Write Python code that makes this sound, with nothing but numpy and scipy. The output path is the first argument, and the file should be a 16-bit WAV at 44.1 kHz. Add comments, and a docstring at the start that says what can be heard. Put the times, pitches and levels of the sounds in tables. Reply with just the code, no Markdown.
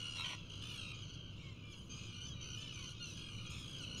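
"""Inside a stone nest burrow, where two puffins sit silent, with a seabird colony (probably terns) outside.
One bird screeches close by at the start; others overlap in rattling rasps, clear falling cries and chips.
Each call is a stack of harmonics on a pitch arc, pulsed for a rattle and shaken for a rough edge.
The burrow colours the birds and adds a short ring; the distant din and a wind rumble lie underneath."""
import sys
import numpy as np
from scipy import signal
from scipy.fft import rfft, irfft, next_fast_len
from scipy.io import wavfile

SR = 44100
rng = np.random.default_rng(int(sys.argv[2]) if len(sys.argv) > 2 else 0)


def transcribe(signal):
    """Save signal, clipped to [-1, 1], as a 16-bit WAV file at the path in sys.argv[1]."""
    frames = np.atleast_2d(signal).T
    limited = np.clip(frames, -1, 1)
    pcm = np.round(limited * 32767).astype(np.int16)
    wavfile.write(sys.argv[1], SR, pcm)


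N = 176400

# The close bird's screech, a sagging rattle that breaks into a harsh rasp: t/s, length/s, start f/Hz,
# middle f/Hz, end f/Hz, level/dB, brightness/(dB per octave), top partials/dB, roughness/0-1, rattle/Hz
SCREECH_CALLS = [(-.022, .2, 1464, 1423, 1398, -48, -5.5, 4.4, 0.042, 75.2),
                 (.145, 0.1, 1422, 1385, 1345, -46, -4, 2.4, 0.36, 76.4),
                 (.235, .125, 1510, 1464, 1427, -45, -4.5, 1.2, 0.7, 77.3)]
# Rattling rasps: columns as for the screech
RASP_CALLS = [(0.482, .17, 1552, 1599, 1514, -55, -1, -1, 0.57, 52),
              (0.609, 0.132, 1667, 1763, 1692, -57.5, -6.5, 6, 0.17, 65),
              (.62, .14, 1580, 1484, 1452, -54.5, 2, 2, 0.22, 55),
              (.705, 0.14, 1772, 1650, 1520, -54, -4, 7.5, 0.12, 54),
              (.73, 0.2, 1480, 1393, 1334, -55, 3.5, 1.5, 0.55, 82),
              (.765, 0.21, 1340, 1255, 1198, -58, 4.5, -12, 0.4, 58),
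              (0.931, 0.23, 1627, 1600, 1502, -61.5, -1.5, -23, 0.41, 70),
              (1.139, 0.18, 1644, 1576, 1549, -58, -13.5, -8, 0.13, 56),
              (1.331, 0.49, 1549, 1526, 1474, -64.5, -25, -5, 0.51, 63),
              (1.891, 0.28, 1590, 1630, 1550, -65, -1, -7, 0.49, 57),
              (2.111, .17, 1417, 1444, 1523, -54, -1, -2, 0.5, 52),
              (2.199, .11, 1520, 1541, 1485, -55.5, 12.5, -3.5, 0.2, 55),
              (2.4, 0.17, 1530, 1509, 1466, -50.5, 4.5, -6, 0.42, 69),
              (2.559, .18, 1501, 1517, 1438, -52, -2.5, -7, 0.16, 59),
              (2.73, 0.21, 1513, 1492, 1420, -53.5, 4, -1.5, 0.41, 61),
              (3.012, 0.15, 1519, 1500, 1468, -54.5, 8.5, 0, 0.26, 63),
              (3.149, 0.16, 1673, 1643, 1576, -56.5, -10, 5.5, 0.07, 42),
              (3.271, 0.21, 1518, 1485, 1420, -58, 3, 3, 0.47, 64),
              (3.579, 0.22, 1720, 1669, 1591, -55.5, -5, 5, 0.42, 58),
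              (3.77, 0.33, 1542, 1464, 1503, -52.5, -1, 3, 0.63, 63)]
# Clear cries: columns as for the screech, without the rattle
CRY_CALLS = [(0.933, 0.125, 1654, 1666, 1635, -69, 15, -18, 0.08),
             (1.365, 0.17, 1846, 1840, 1805, -71.5, 8, -14, .22),
             (1.382, 0.16, 1197, 1104, 1020, -64.5, -15, -7, 0.52),
             (1.536, 0.23, 1225, 1205, 1110, -66.5, -24, 1, 0.39),
             (1.692, 0.14, 1662, 1667, 1610, -70.5, 9, 3, 0.1),
             (1.806, 0.092, 1700, 1698, 1640, -72, 8, 0, 0.17),
             (1.89, 0.2, 1554, 1660, 1692, -56.5, 10, -10.5, 0.4),
             (1.891, 0.39, 1221, 1202, 1206, -64.5, 0.5, 1.5, 0.05),
             (2.253, 0.091, 1790, 1656, 1556, -56.5, -2, -10, 0.01),
             (2.321, 0.14, 1980, 1900, 1880, -68, -18, -10, 0.2),
             (2.354, 0.12, 1230, 1155, 1000, -66, -17, -5, 0.3),
             (2.555, 0.14, 1723, 1764, 1740, -63, 4, 1, 0.26),
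             (2.555, 0.19, 1260, 1330, 1270, -61.5, 8, -9, 0.2),
             (2.712, 0.16, 1290, 1135, 1007, -58, -3.5, 4, 0.45),
             (2.936, 0.13, 1874, 1830, 1835, -63, -13, -10, 0.23),
             (2.992, 0.068, 1422, 1424, 1382, -49, -8.5, 0.5, 0),
             (3.057, 0.088, 1370, 1310, 1250, -56.5, 11, -2.5, 0.42),
             (3.157, 0.25, 1390, 1408, 1370, -61.5, -2, 12, 0),
             (3.376, 0.12, 1913, 1740, 1534, -62.5, -22, 15, 0.07),
             (3.489, 0.14, 1727, 1775, 1732, -57, 8.5, -3, 0.44),
             (3.788, 0.071, 1578, 1417, 1245, -52.5, -7, 8, 0.05),
             (3.965, 0.069, 1630, 1686, 1710, -54.5, 9, -8, 0.34)]
# Short chips: t/s, level/dB
CHIP_CUES = [(0.501, -66), (1.013, -55.5), (1.084, -62), (1.128, -61.5), (1.714, -58), (2.599, -56),
             (2.864, -55), (2.895, -58.5), (3.16, -58), (3.456, -57.5)]
# The voice's base timbre, from the fundamental up: level/dB
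PARTIALS_DB = [-4.5, 2, 1.5, 2, -4, -2, -2, -6.5, -2]
# Tone of the close bird: f/Hz, gain/dB
CLOSE_EQ = [(400, -2), (700, 5.5), (860, 3), (1050, 14), (1380, -6), (1620, -16), (1900, 6.5), (2280, 9.5),
            (2820, 0), (3250, 6.5), (3560, 3), (3920, -0.5), (4400, -5.5), (5100, -18), (5900, -2),
            (6700, -13), (7300, -15), (8800, -13), (10200, -19), (10900, -47), (11800, -16), (13000, -46),
            (16000, -52)]
# Tone of the way into the burrow: f/Hz, gain/dB
BURROW_EQ = [(400, -35), (800, -13), (1100, -6), (1380, -2), (1620, -15.5), (1930, -19), (2150, -3.5),
             (2400, -3), (2850, 6), (3200, 1), (3600, -10.5), (4150, 1), (4700, -14), (5400, -14.5),
             (6000, -4), (6800, -10.5), (7550, -30.5), (8300, -12), (9300, -23.5), (10100, -13),
             (10900, -47), (11800, -18), (13000, -53), (16000, -43)]
# Narrow resonances of the chamber: f/Hz, width/Hz, gain/dB
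CHAMBER_MODES = [(980, 11, 6), (2367, 73, -8), (3140, 26, -24), (3820, 24, 8.5), (4930, 40, 7.5),
                 (6300, 7.9, -24)]
# Fader ride on the distant din: t/s, gain/dB
COLONY_RIDE = [(0, 10.5), (.36, 5), (.42, 1), (.8, 5), (1.35, -2), (1.84, -2.5), (2.0, 3.5), (2.36, 1),
               (2.65, 2.5), (2.97, -1), (3.3, 4), (4, 6)]
# Tone of the wind's rumble: f/Hz, gain/dB
RUMBLE_EQ = [(20, -4), (40, -11), (69, 1.5), (82, -11), (104, 5), (135, 0), (177, -3), (211, -10),
             (310, -12.5), (400, -21), (576, -24.5), (760, -36.5), (1200, -25.5), (1900, -57),
             (5000, -72.5), (15500, -54.5)]
# Gusts in the rumble: t/s, level/dB
GUST_RIDE = [(0, -54.5), (.3, -52.5), (.9, -52.5), (1.7, -53), (2.0, -48.5), (2.18, -54), (2.29, -48.5),
             (2.4, -51.5), (3.0, -51), (3.25, -50.5), (4, -50)]
# Tone of the wind's low-mid rush: f/Hz, gain/dB
RUSH_EQ = [(80, -23), (170, -4), (240, -4), (310, -3.5), (400, -9.5), (600, -12.5), (900, -31), (3000, -45),
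           (12000, -80)]
# Swells of that rush: t/s, level/dB
RUSH_RIDE = [(0, -66), (1.2, -65), (2.1, -70), (2.3, -77), (2.45, -64.5), (3.5, -73.5), (3.9, -59),
             (4, -63)]
# Faint steady tones in the wind: f/Hz, level/dB
HUM_TONES = [(100, -62), (355, -76), (473, -78), (964, -89.5)]

CHIP_S, CHIP_ARC_HZ, CHIP_BRIGHT_DB, CHIP_TOP_DB, CHIP_ROUGH = 0.0342, (1682, 1565, 1303), 4.5, -6, 0.26
ATTACK_S, RELEASE_S = 0.016, 0.016
RATTLE_DB, RATTLE_BEND, RATTLE_DRIFT = 9.5, .024, .06   # level swing; fractions of pitch and pulse rate
WAVER, WAVER_HZ, FLICKER_DB, FLICKER_HZ = 0.00987, 130.06, 4.5, 54.85   # pitch wavers, partials flicker
JITTER, JITTER_HZ, GRIT_DB, GRIT_HZ = 0.0587, 897.4, 10, 1300   # pitch and level shake at full roughness
SMEAR_T60_S, SMEAR_DB, ECHO_T60_S, ECHO_DB, CLOSE_ECHO_DB = 0.02, -5, 0.28, -9.5, -15
FAR_CALLS_PER_S, FAR_DB, WASH_DB = 12, -60, -65.5   # levels ahead of the colony's fader ride
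CUTOFF_HZ = 15700


def bird_call(eq, length, start_hz, mid_hz, end_hz, db, bright_db, top_db, rough, rattle_hz=0):
    """A harmonic voice on a pitch arc, pulsed if it rattles; roughness shakes it and blurs the pulses."""
    size = int(length * SR)
    t, progress = np.arange(size) / SR, np.linspace(0, 1, size)
    bow_hz = 2 * (2 * mid_hz - start_hz - end_hz) * progress * (1 - progress)
    hz = start_hz + (end_hz - start_hz) * progress + bow_hz
    hz *= 1 + JITTER * rough * wobble(JITTER_HZ, size) + WAVER * wobble(WAVER_HZ, size)
    rattle_phase = 2 * np.pi * np.cumsum(rattle_hz * (1 + RATTLE_DRIFT * wobble(38.4, size))) / SR
    phase = np.float32(2 * np.pi * np.cumsum(hz * (1 - RATTLE_BEND * np.sin(rattle_phase))) / SR)
    pulses = rms_one(from_db(RATTLE_DB * (1 - rough) * np.cos(rattle_phase)))
    voice = 0.93 * rough * rng.standard_normal(SR // 2)[:size]   # hiss under the partials
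    for k, partial_db in enumerate(PARTIALS_DB, 1):
        level_db = partial_db + bright_db * np.log2(np.clip(k, 2, 4) / 2) + top_db * (k > 4)
        flicker = from_db(level_db + FLICKER_DB * np.tanh(rng.standard_normal(64)))
        voice += np.interp(t * FLICKER_HZ, np.arange(len(flicker)), flicker) * np.sin(k * phase)
    grit = from_db(GRIT_DB * rough * np.tanh(wobble(GRIT_HZ, size)))
    envelope = np.clip(t / ATTACK_S, 0, 1) * np.clip((t[-1] - t) / RELEASE_S, 0, 1)
    return from_db(db) * rms_one(entrance(colour(voice * pulses * grit, eq) * envelope))


def call_track(cues, eq):
    """Lay a cue list of bird calls on one track."""
    track = np.zeros(N)
    for start_s, *shape in cues:
        add(track, start_s, bird_call(eq, *shape))
    return track


def near_birds():
    """The foreground: the screech, rasps, cries and chips, echoing among the rocks."""
    chips = [(s, CHIP_S, *CHIP_ARC_HZ, db, CHIP_BRIGHT_DB, CHIP_TOP_DB, CHIP_ROUGH)
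             for s, db in CHIP_CUES]
    neighbours = call_track(RASP_CALLS + CRY_CALLS + chips, BURROW_EQ)
    screech = call_track(SCREECH_CALLS, CLOSE_EQ)
    echo_send = from_db(ECHO_DB) * neighbours + from_db(CLOSE_ECHO_DB) * screech
    return neighbours + screech + reflections(echo_send, ECHO_T60_S)


def entrance(x):
    """Each call takes its own way in between the stones, with its own quick smear of reflections."""
    wet = from_db(SMEAR_DB)
    return (x + wet * reflections(x, SMEAR_T60_S)) / np.hypot(1, wet)


def reflections(x, t60):
    """Dense reflections off stone: a dying noise tail after 1 ms of pre-delay."""
    t = np.arange(SR // 2) / SR
    tail = rng.standard_normal(len(t)) * from_db(-60 * t / t60) * (t > .001)
    return signal.fftconvolve(x, tail / np.linalg.norm(tail))[:len(x)]


def burrow(x):
    """The small stone chamber rings at a few narrow resonances."""
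    return x + sum(from_db(db) * signal.lfilter(*signal.iirpeak(hz, hz / width, fs=SR), x)
                   for hz, width, db in CHAMBER_MODES)


def far_birds():
    """The colony bed: random falling calls, every other one rattling, and a wash where the farthest merge."""
    hiss = colour(rng.standard_normal(N), BURROW_EQ)
    wash = from_db(WASH_DB) * rms_one(colour(hiss, [(1000, 2.5), (3000, 1), (7000, -2.5), (12000, -23)]))
    chatter = np.zeros(N)
    for k in range(int(FAR_CALLS_PER_S * N / SR)):
        when, span, pitch, rough = rng.random(4)
        hz = 1200 + 550 * pitch
        call = bird_call(BURROW_EQ, .12 + 0.22 * span, hz, hz, .92 * hz, db=0, bright_db=-4.5,
                         top_db=-6, rough=0.21 + 0.33 * rough, rattle_hz=62 * (k % 2))
        add(chatter, (k + when) / FAR_CALLS_PER_S - .1, call)
    return level_curve(COLONY_RIDE) * (from_db(FAR_DB) * rms_one(chatter) + wash)


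def wind():
    """The low bed: a rumble that swells with the gusts, a faint hum and a little low-mid rush."""
    t = np.arange(N) / SR
    hum = sum(from_db(db) * np.sqrt(2) * np.sin(2 * np.pi * hz * t + 0.96 * wobble(9, N))
              for hz, db in HUM_TONES)
    rumble = level_curve(GUST_RIDE) * rms_one(colour(rng.standard_normal(N), RUMBLE_EQ))
    rush = level_curve(RUSH_RIDE) * rms_one(colour(rng.standard_normal(N), RUSH_EQ))
    return rumble + hum + rush


def from_db(db):
    """Decibels to gain."""
    return np.exp(np.asarray(db) * (np.log(10) / 20))


def rms_one(x):
    """Scale to unit power."""
    return x / np.sqrt(np.mean(x ** 2) + 1e-20)


def level_curve(ride):
    """A fader ride through points of t/s, level/dB."""
    return from_db(np.interp(np.arange(N) / SR, *np.transpose(ride)))


def colour(x, eq):
    """Equalise a sound through points of f/Hz, gain/dB."""
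    hz, db = np.transpose(eq)
    size = next_fast_len(len(x) + 1024, True)
    bin_hz = np.maximum(np.arange(size // 2 + 1) * SR / size, 1)
    gain = from_db(np.interp(np.log(bin_hz), np.log(hz), db))
    return irfft(rfft(x, size) * gain, size)[:len(x)]


def wobble(hz, size):
    """A random modulator that glides to a new value hz times a second."""
    knots = rng.standard_normal(2048)
    return np.interp(np.arange(size) * hz / SR, np.arange(len(knots)), knots)


def add(track, start_s, sound):
    """Drop a sound onto a track, trimming any overhang."""
    start = int(start_s * SR)
    first, last = max(start, 0), min(start + len(sound), N)
    if last > first:
        track[first:last] += sound[first - start:last - start]


def scene():
    """The mono mix: the birds ring in the burrow, over the wind."""
    return (wind() + from_db(-1.0) * burrow(near_birds() + far_birds()))[None]


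def record(dry):
    """A steep low-pass takes the very top off the mix."""
    return signal.sosfilt(signal.ellip(10, .1, 70, CUTOFF_HZ, fs=SR, output="sos"), dry)


dry = scene()
out = record(dry)
transcribe(out)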